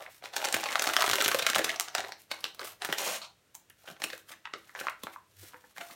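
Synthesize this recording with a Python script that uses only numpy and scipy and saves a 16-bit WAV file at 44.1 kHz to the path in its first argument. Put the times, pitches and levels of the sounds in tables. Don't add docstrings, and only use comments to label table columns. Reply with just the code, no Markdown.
import sys
import numpy as np
from scipy import signal
from scipy.fft import rfft, irfft
from scipy.io import wavfile
from scipy.ndimage import uniform_filter1d

SR = 44100
rng = np.random.default_rng(int(sys.argv[2]) if len(sys.argv) > 2 else 0)


def digitize_waveform(pressure):
    field = np.atleast_2d(pressure).T
    bounded = np.clip(field, -1, 1)
    quanta = np.round(bounded * 32767).astype(np.int16)
    wavfile.write(sys.argv[1], SR, quanta)


N = 262527
TIME = np.arange(N) / SR


def amp(db):
    return 10 ** (np.asarray(db) / 20)


def unit(x):
    return x / np.sqrt(np.mean(x ** 2) + 1e-20)


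def read(points, hz):
    f, value = np.transpose(points)
    return np.interp(np.log(hz + 1), np.log(f + 1), value)


def add(mix, s, sound):
    part = mix[max(round(s * SR), 0):][:len(sound)]
    part += sound[:len(part)]


def swell(start, length, rise_db_per_s, fall_db_per_s):
    before = np.maximum(start - TIME, 0)
    after = np.maximum(TIME - start - length, 0)
    return -rise_db_per_s * before - fall_db_per_s * after


def causal(db_of_hz, size=2048):
    db = db_of_hz(np.fft.rfftfreq(size, 1 / SR))
    cepstrum = irfft(np.log(amp(np.maximum(db - db.max(), -100))))
    cepstrum[1:size // 2] *= 2
    cepstrum[size // 2 + 1:] = 0
    ring = irfft(np.exp(rfft(cepstrum)))
    return ring / np.linalg.norm(ring)


def coloured(x, points):
    ring = causal(lambda hz: read(points, hz))
    return unit(signal.oaconvolve(x, ring)[:N])


def ringing(modes):
    t = np.arange(SR // 2) / SR
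    return sum(amp(db - 60 * t / t60) * np.sin(2 * np.pi * hz * t) for hz, db, t60 in modes)


def resonate(x, hz, width_hz):
    turn = np.exp(2j * np.pi * np.cumsum(hz) / SR)
    r = np.exp(-np.pi * width_hz / SR)
    return 2 * (turn * signal.lfilter([1 - r], [1, -r], x / turn)).real


def breaks(per_s, spread_db, most=2.8):
    size = amp(spread_db * np.minimum(rng.exponential(1, N), most))
    return size * rng.choice([-1, 1], N) * (rng.random(N) < per_s / SR)


def patch(hz, centre_hz, below, above, knee=0.16, bass_hz=320):
    octaves = np.log2((hz + 1) / centre_hz)
    away = np.hypot(octaves, knee)
    flanks = max(below, 0) * (away - octaves) + max(above, 0) * (away + octaves)
    bass_loss = 10 * np.log10(1 + (bass_hz / (hz + 1)) ** 3)
    return -flanks / 2 - bass_loss


def bump(hz, ring_hz, octaves=0.19):
    return np.exp(-(np.log2((hz + 1) / ring_hz) / octaves) ** 2 / 2)


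def film(spectrum_db, bumps_db, size=2048):
    grid = np.geomspace(200, 20000, 18)
    bumps = np.transpose([grid, bumps_db * rng.standard_normal(len(grid))])
    ring = causal(lambda hz: spectrum_db(hz) + read(bumps, hz))
    hz = np.fft.rfftfreq(size, 1 / SR)
    lag_at_1k = rng.uniform(.0002, .0006)
    return irfft(rfft(ring) * np.exp(-4j * np.pi * lag_at_1k * np.sqrt(1000 * hz)))


def crackle(per_s, spread_db, colour, slope=11, count=32):
    out = np.zeros(N)
    for centre_hz in np.geomspace(450, 13000, count):
        ring = film(lambda hz: patch(hz, centre_hz, slope, slope) + read(colour, hz) / 2, bumps_db=2.0)
        weight = amp(read(colour, centre_hz)) * np.sqrt(centre_hz)
        out += weight * signal.oaconvolve(breaks(per_s / count, spread_db), ring)[:N]
    return unit(out)


def room_air():
    # pitch_hz [Hz], level_db [relative dB]
    air_colour = [(20, -37), (45, -9), (90, 0), (160, -2.5), (350, -8.5), (700, -11.5), (1500, -11),
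                  (4000, -15), (10000, -20), (16000, -25)]
    return amp(-69.5) * coloured(rng.standard_normal(N), air_colour)


def effort():
    # start_s [s], length_s [s], crease_level_db [dB],
    # fizz_level_db of powder and fibres [dB]
    strokes = [(0.0, 0.046, -55, -60), (0.104, 0.075, -71, -59), (0.243, 0.018, -46.5, -57),
               (0.346, 0.34, -43.5, -50.5), (0.703, 0.21, -40.5, -46), (0.945, 0.43, -45, -44),
               (1.425, 0.32, -45.5, -54), (1.797, 0.1, -52.5, -82), (1.935, 0.16, -51, -60.5),
               (2.197, 0.019, -80, -58), (2.305, 0.18, -58, -65), (2.6, 0.056, -49, -56),
               (2.647, 0.057, -52, -47), (2.825, .15, -46, -53.5), (3.789, .07, -74, -67),
               (3.862, 0.054, -58, -58.5), (4.018, 0.13, -60, -55), (4.15, 0.043, -69, -59.5),
               (4.289, 0.013, -56.5, -52), (4.567, 0.31, -70, -67), (4.775, 0.093, -48.5, -56.5),
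               (4.99, 0.11, -67, -66), (5.134, 0.009, -69, -55.5), (5.44, 0.091, -65, -73),
               (5.517, 0.2, -73.5, -68), (5.769, 0.11, -65, -55), (5.896, 0.037, -61, -56.5)]
    grip_db_per_s, relax_db_per_s = 815, 458.5
    crease = np.full(N, -140.)
    fizz = -55 + swell(5.41, 0.079, rise_db_per_s=196, fall_db_per_s=400)
    for start, length, crease_db, fizz_db in strokes:
        shape = swell(start, length, grip_db_per_s, relax_db_per_s)
        crease = np.maximum(crease, crease_db + shape)
        fizz = np.maximum(fizz, fizz_db + shape)
    return crease, fizz


def clumps(depth_db=3, length_s=.007):
    knots = rng.standard_normal(N // 100)
    return unit(amp(depth_db * np.interp(TIME / length_s, np.arange(len(knots)), knots)))


def handling(level, fizz, rub_db=-16):
    # pitch_hz [Hz], level_db [relative dB]
    crease_colour = [(60, -13), (200, -11.5), (400, -11.5), (650, -3), (900, -3.5), (1500, -7), (3000, -10),
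                     (5000, -10), (8000, -21.5), (16000, -30)]
    fizz_colour = [(500, -11), (2000, 0), (4500, 0), (8000, -2), (12000, 0), (16000, -4.5)]
    # time_s [s], pitch_hz [Hz]
    wall = [(0.0, 720), (0.42, 815), (0.68, 683), (0.77, 1533), (1.03, 1300), (1.2, 1710), (1.36, 1240),
            (1.62, 1610), (1.98, 800), (2.62, 1148), (2.92, 1310), (4.85, 1525), (5.9, 1100)]
    creases = crackle(700, 3.6, crease_colour)
    wall_hz = np.interp(TIME, *np.transpose(wall))
    creases = unit(creases + amp(-0.5) * resonate(creases, wall_hz, width_hz=340))
    rub = amp(rub_db) * coloured(rng.standard_normal(N), crease_colour)
    grains = coloured(breaks(6000, 5.8), fizz_colour)
    return clumps() * (amp(level) * (creases + rub) + amp(fizz) * grains)


def pushes():
    push_table = [(0.0, -45, 700, 0.045), (0.072, -50.5, 735, 0.031), (0.399, -55, 740, 0.17),
                  (0.541, -52, 123, 0.036), (1.10, -52, 108.5, 0.046), (1.24, -62.5, 75, 0.051),
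                  (1.58, -61.5, 62, .06), (1.564, -47, 149, 0.029), (1.578, -42, 450, 0.042),
                  (2.887, -48, 202, 0.052), (2.613, -48, 425, 0.042), (3.549, -63.5, 970, 0.02),
                  (3.84, -56.5, 724, .012), (3.899, -55, 198, 0.044), (4.044, -51, 307, 0.039),
                  (5.037, -46, 195, 0.02), (5.071, -61, 215, .025), (5.429, -58, 330, 0.028),
                  (5.784, -61, 181, 0.047), (5.811, -57, 316, 0.025), (4.541, -52.5, 342, 0.042),
                  (4.812, -56, 322, 0.035), (5.91, -64, 270, 0.054)]
    out, t = np.zeros(N), np.arange(SR // 2) / SR
    for s, db, centre_hz, length in push_table:
        ring = causal(lambda hz: patch(hz, centre_hz, 21, 15.4, bass_hz=50))
        puff = signal.fftconvolve(rng.standard_normal(len(t)), ring, "same")
        u = t / (length / 4)
        shape = u * np.exp(1 - u)
        add(out, s, amp(db) * unit(puff * shape) * np.sqrt(np.mean(shape ** 2)))
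    return out


def shower(t, per_s, decay_s, spread_db=2.5):
    size = amp(spread_db * np.minimum(rng.exponential(1, len(t)), 3)) * rng.choice([-1, 1], len(t))
    happens = (rng.random(len(t)) < per_s / SR) * (t >= 0)
    return unit(size * happens * np.exp(-abs(t) / decay_s)) / np.sqrt(len(t))


def mirrored(sound, gain=0.36, shortest_s=.0003, longest_s=0.001385):
    delay = round(rng.uniform(shortest_s, longest_s) * SR)
    echo = gain * rng.choice([-1, 1]) * np.pad(sound, (delay, 0))
    return np.pad(sound, (0, delay)) + echo


def snap(s, db, spectrum_db, settle, single_s=0.0013, yield_db=-13, yield_s=0.0048, slow_s=0.0028,
         relax_db=-15, relax_s=0.019, size=1024):
    t = (np.arange(3 * size) - size) / SR
    slips = shower(t, 5000, settle) + amp(relax_db) * shower(t, 260, relax_s, spread_db=3.5)
    slips += amp(yield_db) * np.tanh(settle / slow_s) ** 2 * shower(-t, 2500, yield_s)
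    slips[size] += min(single_s / settle, 2) ** 2 / 2
    power = uniform_filter1d(abs(rfft(slips)) ** 2, size=22) + 1e-9
    whiten = causal(lambda hz: np.interp(hz, np.fft.rfftfreq(len(t), 1 / SR), -10 * np.log10(power)))
    white = signal.fftconvolve(slips, whiten)
    sound = mirrored(signal.fftconvolve(white, film(spectrum_db, bumps_db=1.0)))
    level = amp(db) * np.sqrt(.005 * SR)
    return s + t[0], level * sound / np.linalg.norm(sound)


def snaps():
    # time_s [s], level_db over 5 ms [dB], pitch_hz of the flexing patch [Hz],
    # bass and treble roll-off [dB/octave, below 0 counts as 0], settling_s [s],
    # lower resonance pitch_hz [Hz] and height_db [dB], upper resonance pitch_hz [Hz] and height_db [dB]
    snap_table = [(0.062, -41.5, 2180, 8, 25, 0.0023, 754, 13, 2500, 4),
                  (0.224, -46.9, 2070.0, 5.0, 16.0, 0.0017, 537, 16, 716, 16),
                  (0.2385, -40, 920.0, 5.5, 7.0, 0.004, 730.0, 5, 4160, 13),
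                  (0.335, -38.5, 3950.0, 3.5, 13.0, 0.0094, 540.0, 16, 780, 15),
                  (0.364, -25, 5470.0, 3.0, 8.5, 0.0044, 880.0, 15.5, 1650.0, 10.0),
                  (0.381, -36.5, 490.0, 6.5, 4.5, 0.0012, 3900, 15, 6690.0, 4.0),
                  (0.417, -36.1, 2340.0, 10, 9, 0.0013, 1010.0, 4, 1510.0, 7),
                  (0.4268, -34, 3670.0, -1, 12, 0.0006, 646, 13.5, 890.0, 25),
                  (0.4423, -27, 2370.0, 6.5, 9, 0.0036, 630, 20.5, 890, 15),
                  (0.4485, -27.5, 780.0, 8, 3, 0.0024, 4400, 5.0, 6270.0, 7),
                  (0.454, -28.5, 8110.0, 0.0, 19, 0.0021, 586, 8, 1940.0, 8),
                  (0.4709, -32.9, 2940.0, 7, 16, 0.0033, 650.0, 6, 860.0, 14),
                  (0.4864, -32, 1850.0, 9, 6, 0.00095, 4870.0, 5.0, 7890.0, 7.0),
                  (0.5257, -27.5, 8700, 3, 21, 0.0012, 550.0, 5.5, 720.0, 13),
                  (0.5422, -20.5, 1680.0, 1.5, 4.5, 0.0034, 650.0, -2, 2450, 7),
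                  (0.559, -36.5, 4410.0, -1.5, 16, 0.0015, 1630.0, 8, 2330, 7.0),
                  (0.565, -31, 1910.0, 0.5, 7.0, 0.0032, 760.0, 7, 7820.0, 6.0),
                  (0.607, -36, 640.0, 8, 4, 0.0039, 830.0, 9.5, 2230.0, 11.0),
                  (0.6331, -30.5, 1220.0, 11.0, 10, 0.0035, 543, 7.0, 786, 11.0),
                  (0.639, -31, 4900.0, 4, 14, 0.0011, 620.0, 14.0, 925, 14),
                  (0.6579, -30.0, 840.0, 11.5, 8.5, 0.0018, 2450, 10.5, 4530.0, 9),
                  (0.663, -33, 710.0, 25, 8.5, 0.0027, 2690.0, 5, 4490.0, 8.0),
                  (0.6879, -30, 3530.0, 1.5, 13, 0.0034, 600.0, 8.0, 2140, 10),
                  (0.72, -34, 1840.0, 9.0, 12, 0.0009, 7010.0, 15.5, 10200.0, 11),
                  (0.726, -31, 3590.0, 3, 11, 0.0041, 596, 11, 1820.0, 5),
                  (0.756, -20, 1430, 18, 11.5, 0.0014, 550.0, 9, 800, 12.5),
                  (0.7941, -25, 2060, 4, 7.5, 0.0027, 596, 13.5, 6390.0, 10),
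                  (0.8212, -24.5, 3970.0, 2.5, 5.0, 0.0028, 820.0, 7.5, 1370, 8),
                  (0.827, -33.5, 500.0, 11, 2.5, 0.0013, 1410.0, 12, 8760.0, 5),
                  (0.8405, -26.5, 760, 14.0, 2.5, 0.0025, 620.0, 9, 1550.0, 10),
                  (0.8699, -28, 1630.0, 2, 6.0, 0.0015, 740, 10, 6210.0, 7),
                  (0.873, -25, 4700.0, 0.5, 11, 0.0023, 610, 8.5, 850, 1),
                  (0.8889, -27.5, 700.0, 4, 3.5, 0.0022, 1370.0, 14.5, 6700.0, 6),
                  (0.898, -27.5, 2250.0, -0.5, 9, 0.0012, 720.0, 8.5, 1370, 11.0),
                  (0.935, -25.5, 2440.0, 5.0, 7.0, 0.0052, 710.0, 8.5, 1280, 9),
                  (0.9661, -17.5, 1220.0, 8.0, 7.0, 0.00089, 3130, 7.5, 5620.0, 9),
                  (0.986, -28.4, 1540.0, 10, 10, 0.005, 444, 9.5, 650, 22),
                  (1.006, -25, 4820.0, 3.5, 15.0, 0.0022, 800.0, 8, 1370.0, 8),
                  (1.013, -24.5, 2050.0, -6, 4, 0.00066, 1100.0, 16, 1520, 12),
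                  (1.0222, -20.2, 970.0, 19, 4.5, 0.0005, 1290, 8.5, 4030.0, 10.0),
                  (1.0277, -27, 1350.0, 2.5, 6.5, 0.00055, 680.0, 7, 1910.0, 11),
                  (1.0407, -23.3, 740.0, 8, 6.0, 0.003, 1240, 9, 2260.0, 5),
                  (1.062, -27, 3320.0, 6.5, 8.5, 0.0048, 1370.0, 4, 8520.0, 4),
                  (1.0782, -26.5, 1110.0, 0.0, 4.5, 0.0013, 820, 9, 1650, 8),
                  (1.092, -28.0, 3990.0, 5, 9.0, 0.001, 960.0, 9.5, 1580.0, 5),
                  (1.098, -22.5, 2320.0, 4.0, 6.5, 0.0013, 650.0, 6, 1200, 12),
                  (1.1129, -24, 6200.0, 0.0, 13.0, 0.0016, 427, 4, 3400, 7),
                  (1.133, -23, 4040.0, 1.0, 17, 0.00074, 1340.0, 10.5, 7590.0, 4),
                  (1.136, -24, 1470.0, 3.5, 3.5, 0.0043, 1010.0, 8.5, 5560.0, 6),
                  (1.1566, -25.5, 3470.0, 2.0, 4.5, 0.0006, 420.0, 10, 3320.0, 4.0),
                  (1.165, -33, 1720.0, 0.0, 2.5, 0.0006, 513, 6, 6830.0, 1),
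                  (1.184, -26, 1200.0, 10, 8.5, 0.0037, 557, 12, 3560.0, 3),
                  (1.204, -23, 4990.0, 0, 12.0, 0.0085, 1540, 9.5, 3100, 10),
                  (1.213, -23.5, 3380.0, 5.5, 12, 0.0006, 656, 7, 1750.0, 4),
                  (1.2229, -24.5, 480.0, 1.5, 2, 0.0014, 1330.0, 14, 7600, 6),
                  (1.242, -30, 3650.0, 3.5, 4, 0.0008, 657, 11.0, 1310.0, 11),
                  (1.2464, -23, 4080.0, 6.5, 8, 0.0031, 1080, 6.5, 1620, 8),
                  (1.2597, -23, 4100.0, 0.0, 13, 0.0019, 2080.0, 4, 3370.0, 3),
                  (1.2807, -22, 1970.0, 0.5, 3.5, 0.00068, 3110.0, 6.0, 11590.0, 8.5),
                  (1.285, -24, 2220.0, 1.5, 3, 0.0022, 1410.0, 13, 2300.0, 12),
                  (1.3149, -23, 3430.0, 2, 7.5, 0.0064, 1160, 10.5, 1690, 11.0),
                  (1.3457, -22.5, 1340, 3, 6.0, 0.0011, 533, 11, 11590.0, 3),
                  (1.352, -31.5, 1210.0, -1, 3, 0.00084, 570.0, 12, 2770.0, 9),
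                  (1.388, -28, 3220.0, 4.0, 4.5, 0.0036, 510.0, 8.5, 1740.0, 2),
                  (1.393, -25, 1320, 7, 6, 0.0049, 3520, 7, 5360.0, 5),
                  (1.422, -26.5, 2840.0, 1, 6, 0.0055, 2490.0, 8, 3920.0, 7.0),
                  (1.4655, -18, 2400, 6.5, 7, 0.0022, 650, 11.5, 1600, 7.5),
                  (1.489, -28.5, 3690.0, 0.5, 7.0, 0.0075, 1280, 13, 2220.0, 0),
                  (1.5, -24.5, 5700, 1.5, 7, 0.0027, 1510.0, 9.5, 2820.0, 4.0),
                  (1.533, -29, 3230.0, 3.5, 10.0, 0.00083, 420.0, 6.5, 1710, 11.0),
                  (1.5473, -24.5, 2880.0, 10, 12, 0.0014, 510.0, 9.0, 835, 12.0),
                  (1.554, -24.5, 3150.0, 3, 5.5, 0.0036, 760.0, 12, 1070.0, 3),
                  (1.56, -20, 1630, 6.0, 7, 0.0015, 440, 11, 680.0, 12),
                  (1.583, -25.2, 1980.0, 1.0, 4, 0.0034, 950.0, 6.5, 1630.0, 7),
                  (1.592, -23, 480.0, 13.0, 5.5, 0.001, 530, 4, 1710.0, 7),
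                  (1.6434, -23, 5050.0, 1, 10.5, 0.0042, 435, 10, 11450.0, 5),
                  (1.669, -37, 2790.0, 2, 8.0, 0.0032, 750.0, 8, 1650.0, 10.0),
                  (1.693, -24.5, 4100, 2.0, 10.0, 0.0054, 710.0, 14, 1930, 13.5),
                  (1.7025, -31.4, 3810.0, 3, 10.0, 0.0005, 720.0, 2.0, 3140, 17),
                  (1.716, -39, 6070.0, 2, 19, 0.00053, 420.0, 1, 810.0, 8.0),
                  (1.76, -36, 4700, 0.0, 10.0, 0.0021, 730.0, 9, 5440.0, 9),
                  (1.7984, -23, 1990.0, 6.0, 2.5, 0.00099, 760.0, 8, 5860, 3.0),
                  (1.8089, -29, 9300, 3, 31, 0.00058, 880.0, 12, 1290.0, 14),
                  (1.8835, -37.5, 5670.0, 3.0, 23, 0.0018, 677, 16, 1410.0, 11.0),
                  (1.9499, -23, 715, 23.5, 6.0, 0.0018, 4950.0, 11, 7650, 6.0),
                  (1.964, -43, 5650.0, -2, 17.0, 0.0008, 587, 11.0, 2150.0, 9),
                  (1.9811, -27.5, 1360.0, 2.0, 7.0, 0.0042, 3700, 9, 6560.0, 8),
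                  (1.994, -32.5, 4590.0, 0.5, 12, 0.0015, 640, 10, 830, 18),
                  (2.0051, -32.5, 5150.0, 0.5, 15.0, 0.00068, 1700, 12, 2360.0, 6),
                  (2.04, -39.2, 730.0, 7.5, 8, 0.0016, 600.0, 5.0, 1700.0, 12),
                  (2.047, -39, 1470.0, 1, 11, 0.0012, 2140.0, 8.0, 3810.0, 15.0),
                  (2.1213, -36.5, 1790, 5, 8, 0.0019, 890, 8, 4900, 12.0),
                  (2.219, -54.6, 4140, 1.0, -1, 0.0006, 810.0, 5, 11590.0, 9.0),
                  (2.314, -27.5, 2100, 3, 8.0, 0.0043, 1090.0, 4.5, 4330, 9.5),
                  (2.406, -47.5, 640.0, 14, -3, 0.0044, 4790.0, 11, 10340.0, 8.0),
                  (2.4415, -26.5, 3180, 2, 8, 0.0011, 2840, 10, 4450, 12.5),
                  (2.4534, -37, 4800.0, 0.5, 14, 0.0014, 1560.0, 7, 3160.0, 2),
                  (2.547, -48.5, 480.0, -4, 1.0, 0.002, 760.0, 6, 4440.0, 6),
                  (2.594, -36, 1370.0, 7.5, 11, 0.001, 500.0, 8, 4460, 20),
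                  (2.614, -39, 790.0, 1.5, 6.0, 0.004, 1500.0, 14, 3130.0, 10),
                  (2.8196, -31.9, 3440, 4.5, 16.5, 0.002, 740.0, 13.5, 9350, 14),
                  (2.848, -28, 3210.0, 0.5, 3.5, 0.0029, 1220, 13.5, 1920, 7.5),
                  (2.8886, -34, 690.0, 2.5, 8.0, 0.0043, 2250.0, 8, 4060.0, 3),
                  (2.9261, -23.5, 536, 7.5, 3.5, 0.0018, 1830, 11.5, 3080, 10),
                  (2.983, -29, 4690.0, 3.5, 8, 0.0035, 690.0, 5, 930.0, 7.0),
                  (3.217, -39.5, 736, 9, 4.5, 0.0029, 1200.0, 6, 4130, 21),
                  (3.5461, -54.5, 790.0, 7.5, 0.5, 0.0012, 910.0, 14.5, 6640.0, 10),
                  (3.5512, -40, 10100, 2.5, 0, 0.0022, 914, 18.5, 6640, 9.0),
                  (3.699, -52, 10000, 1.5, 0, 0.0014, 6000, 3, 10600, 7),
                  (3.7021, -53, 2400, 4, 13, 0.0028, 1730, 8, 2910, 9),
                  (3.8753, -42, 2040.0, 4.5, 14, 0.0044, 540.0, 6, 1490.0, 4),
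                  (3.885, -43, 790.0, 1.5, 6, 0.0042, 1620.0, 5, 3220.0, 10),
                  (3.9004, -43.5, 680.0, -1, 4.5, 0.0019, 1340, 12, 3180.0, 8.0),
                  (3.9652, -52.3, 2910.0, 1.0, 15.0, 0.0031, 744, 9, 1640.0, 9.0),
                  (4.0, -46.6, 1080.0, 0.0, 4.5, 0.0059, 630.0, 7, 940.0, 5.0),
                  (4.0191, -32.5, 5580.0, 1.0, 17, 0.0017, 766, 10.5, 1790.0, 10),
                  (4.039, -25.5, 2420, 2.5, 5.5, 0.0037, 2490, 5, 9700, 5),
                  (4.1014, -37, 4090.0, 3.5, 18, 0.0039, 750.0, 5, 1960.0, 8),
                  (4.1312, -36.0, 3950, 1.0, 18, 0.0025, 510, 8.5, 1740.0, 8.5),
                  (4.1786, -47.5, 10090.0, 0.5, -2, 0.00098, 1350.0, 18, 2220.0, 7),
                  (4.316, -41, 3020.0, 2, 5.0, 0.0093, 1080, 6, 1870, 9.0),
                  (4.3373, -49.0, 1760.0, 5.0, 9, 0.0014, 1870, 13, 3260.0, 5),
                  (4.4544, -36.0, 2620.0, 10.5, 20.5, 0.0023, 890, 15.5, 1340.0, 13),
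                  (4.472, -42, 2330.0, 3.0, 15, 0.002, 1120, 20, 1810, 12),
                  (4.537, -32.5, 5000, -0.5, 24, 0.0019, 1320.0, 11.5, 2130.0, 5.5),
                  (4.694, -48, 3800.0, 1, 9.0, 0.002, 1250, 16, 1920.0, 19),
                  (4.7506, -37, 1020, 13, 11.5, 0.0018, 1960, 12.0, 6200, 11.0),
                  (4.76, -42.3, 1750.0, 7, 13.0, 0.0015, 420.0, 6, 1040.0, 5),
                  (4.799, -36.4, 4490.0, 2.5, 6.0, 0.0038, 890.0, 2, 1840.0, 6),
                  (4.8117, -34.5, 870.0, 1, 7.5, 0.001, 1550, 14, 2690.0, 13),
                  (4.869, -26, 1730, 4.5, 11.5, 0.001, 1040.0, 11, 1390, 9),
                  (4.8839, -27.5, 1960.0, 15.0, 26, 0.0011, 620.0, 10, 1360, 7.5),
                  (4.897, -41.8, 2010.0, 7, 3, 0.0022, 1310.0, 7.0, 2130.0, 5.0),
                  (5.0349, -35, 480.0, -2.5, 2, 0.0024, 1010, 6.0, 3520, 10),
                  (5.069, -34, 1710.0, 4.5, 16, 0.0011, 685, 0, 930, 13),
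                  (5.135, -49, 1980, 6, 23, 0.0084, 1110, 14, 2100, 9),
                  (5.1607, -39, 1430, 13.5, 31, 0.0012, 1030, 13.5, 1750, 6),
                  (5.534, -48.5, 1100, 12, 13, 0.0023, 865, 8, 1700, 4),
                  (5.543, -44.5, 1650, 16, 24, 0.0015, 880, 17, 1910, 3),
                  (5.5605, -53, 1700, 16, 28, 0.0018, 900, 13, 1750, 6),
                  (5.64, -53, 1700, 14, 30, 0.002, 880, 19, 1750, 7),
                  (5.764, -48.7, 2200.0, 2, 12, 0.0028, 900.0, 6, 1740.0, 12),
                  (5.773, -43.7, 1420.0, 7, 6.0, 0.0028, 1110, 13, 1720.0, 7.0),
                  (5.781, -38, 1620.0, 6.5, 6, 0.0021, 790, 16, 1960.0, 8),
                  (5.8092, -35, 1500.0, 7, 9.0, 0.0077, 730, 7.5, 2440.0, 4),
                  (5.898, -49, 900.0, -1.5, 6, 0.0057, 810.0, 16, 1270, 10),
                  (5.909, -45.5, 700.0, -1, 1.5, 0.007, 2120.0, 14, 3940, 8.0)]
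    out = np.zeros(N)
    for s, db, centre_hz, below, above, settle, low_hz, low_db, high_hz, high_db in snap_table:
        def spectrum(hz):
            rings = low_db * bump(hz, low_hz) + high_db * bump(hz, high_hz)
            return patch(hz, centre_hz, below, above) + rings
        add(out, *snap(s, db, spectrum, settle))
    return out


def lesser_snaps(level, per_s=30, over_db=2.5, spread_db=6, low_hz=650, high_hz=5060):
    roll_off, settle_s = 10, 0.0017
    out = np.zeros(N)
    chances = rng.random((int(N / SR * per_s), 3))
    for k, (when, size, strength) in enumerate(chances):
        s = (k + when) / per_s
        centre_hz = low_hz * (high_hz / low_hz) ** size
        db = level[int(s * SR)] + over_db + spread_db * (2 * strength - 1)
        add(out, *snap(s, db, lambda hz: patch(hz, centre_hz, roll_off, roll_off), settle_s))
    return out


def tear():
    # [dB, before the 1 dB cut below]
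    tear_table = [(2.97, -62, -66), (2.985, -37, -51), (2.995, -35.5, -45), (3.025, -36.5, -39),
                  (3.055, -34.5, -46.5), (3.072, -32.5, -33.5), (3.11, -35.5, -42.5), (3.168, -37.5, -49),
                  (3.2, -56, -57)]
    # pitch_hz [Hz], level_db [relative dB]
    rip_colour = [(300, -23.5), (700, -9.5), (1400, -1.5), (2700, 0.5), (4200, -4), (6500, -2.5),
                  (7500, -7.5), (11000, -6.5), (16000, -12)]
    wall_colour = [(80, -51), (190, -10.5), (300, -13), (450, -8), (620, 1.5), (850, -0.5), (1050, 0.5),
                   (1600, -12.5), (4000, -32.5)]
    strip_colour = [(200, -34), (500, -21), (680, -1.5), (1050, 2.5), (1350, 1), (1750, -22), (2500, -4),
                    (3000, -6.5), (3900, -2.5), (4600, -5), (7000, -12), (14000, -30)]
    s, rip_db, wall_db = np.transpose(tear_table)
    rip_level = np.interp(TIME, s, rip_db, left=-120, right=-120) - 1
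    wall_level = np.interp(TIME, s, wall_db, left=-120, right=-120) - 1
    rip = amp(rip_level) * crackle(7000, 2.5, rip_colour)
    shaken_wall = amp(wall_level) * coloured(breaks(1500, 2.5), wall_colour)
    strip_level = -45 + swell(3.218, 0.032, rise_db_per_s=3001, fall_db_per_s=600)
    strip = amp(strip_level) * coloured(breaks(4000, 3.2), strip_colour)
    return rip + shaken_wall + strip


def swing():
    level = -52.5 + swell(5.425, 0, rise_db_per_s=200, fall_db_per_s=399)
    return amp(level) * np.sin(2 * np.pi * 97.4 * TIME)


def knocks():
    # time_s [s], level_db added to that of every tone [dB]
    knock_table = [(5.428, -56.5), (5.543, -50), (5.64, -57)]
    # pitch_hz [Hz], level_db [relative dB], t60_s [s]
    hollow_modes = [(308, -9.5, 0.14), (503, -4, 0.18), (890, -8, 0.11), (1714, -3, .08)]
    out = np.zeros(N)
    for s, db in knock_table:
        add(out, s, amp(db) * ringing(hollow_modes))
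    return out


def jug():
    # pitch_hz [Hz], level_db [dB], t60_s [s]
    jug_modes = [(690, -49.5, 0.68)]
    out = np.zeros(N)
    add(out, 5.805, ringing(jug_modes))
    return out


def kitchen(x, wet_db=-8.0, build_s=0.00038, count=3):
    # pitch_hz [Hz], level_db [relative dB]
    tail_t60 = [(150, 0.38), (500, 0.26), (1400, 0.2665), (3700, 0.3062), (9700, 0.2), (16000, 0.32)]
    tail_colour = [(100, 5.5), (450, 2.5), (620, 5), (850, 5.5), (1300, 2), (1900, 1), (4000, 0.5),
                   (9000, 1.5), (16000, -2.5)]
    # delay_s [s], gain [1 = direct sound]
    echoes = [(.0011, 0.025), (.0024, 0.067), (.0052, 0.078), (.0078, .11), (0.011, 0.067)]
    # pitch_hz [Hz], level_db [dB], t60_s [s]
    nook = [(328, -51, 0.38), (422.8, -57.5, 0.32), (540, -73.5, 0.16), (613, -65.5, 0.1)]
    t = np.arange(SR // 2) / SR
    near = ringing(nook)
    near[0] = 1
    for delay, gain in echoes:
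        near[round(delay * SR)] += gain
    out = signal.oaconvolve(x, near)[:N]
    for k in range(count):
        taps = rng.choice([-1, 1], len(t)) * (rng.random(len(t)) < 5000 / SR) * (1 - np.exp(-t / build_s))
        hz, when, z = signal.stft(taps, SR, nperseg=512)
        fade = amp(-60 * when / read(tail_t60, hz)[:, None])
        z = z * fade
        z *= np.linalg.norm(fade, axis=1, keepdims=True) / np.linalg.norm(z, axis=1, keepdims=True)
        tail = signal.istft(z, SR, nperseg=512)[1]
        tail = signal.fftconvolve(tail, causal(lambda f: read(tail_colour, f)))
        share = np.cos(np.pi * (2.3 * TIME + k / count)) * np.sqrt(2 / count)
        out += amp(wet_db) * signal.oaconvolve(x * share, tail / np.linalg.norm(tail))[:N]
    return out


def scene():
    level, fizz = effort()
    sachet = handling(level, fizz) + snaps() + lesser_snaps(level) + tear()
    dull_sounds = pushes() + swing() + knocks() + jug()
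    mono = kitchen(sachet) + dull_sounds + room_air()
    return np.array([mono, mono])


def record(dry):
    # pitch_hz [Hz], level_db [dB]
    microphone = [(20, -20.5), (60, 1.5), (250, 0.5), (400, 2.5), (620, 3), (830, -2.5), (1020, -1.5),
                  (1350, 0.5), (4200, 0), (4800, -2.5), (5400, 0), (9600, 0), (10400, -3.5), (11300, 0)]
    heard = signal.oaconvolve(dry, causal(lambda hz: read(microphone, hz))[None])[:, :N]
    low_pass = signal.firwin(255, 16100, window=("kaiser", 8), fs=SR)
    return signal.oaconvolve(heard, low_pass[None], "same")


dry = scene()
out = record(dry)
digitize_waveform(out)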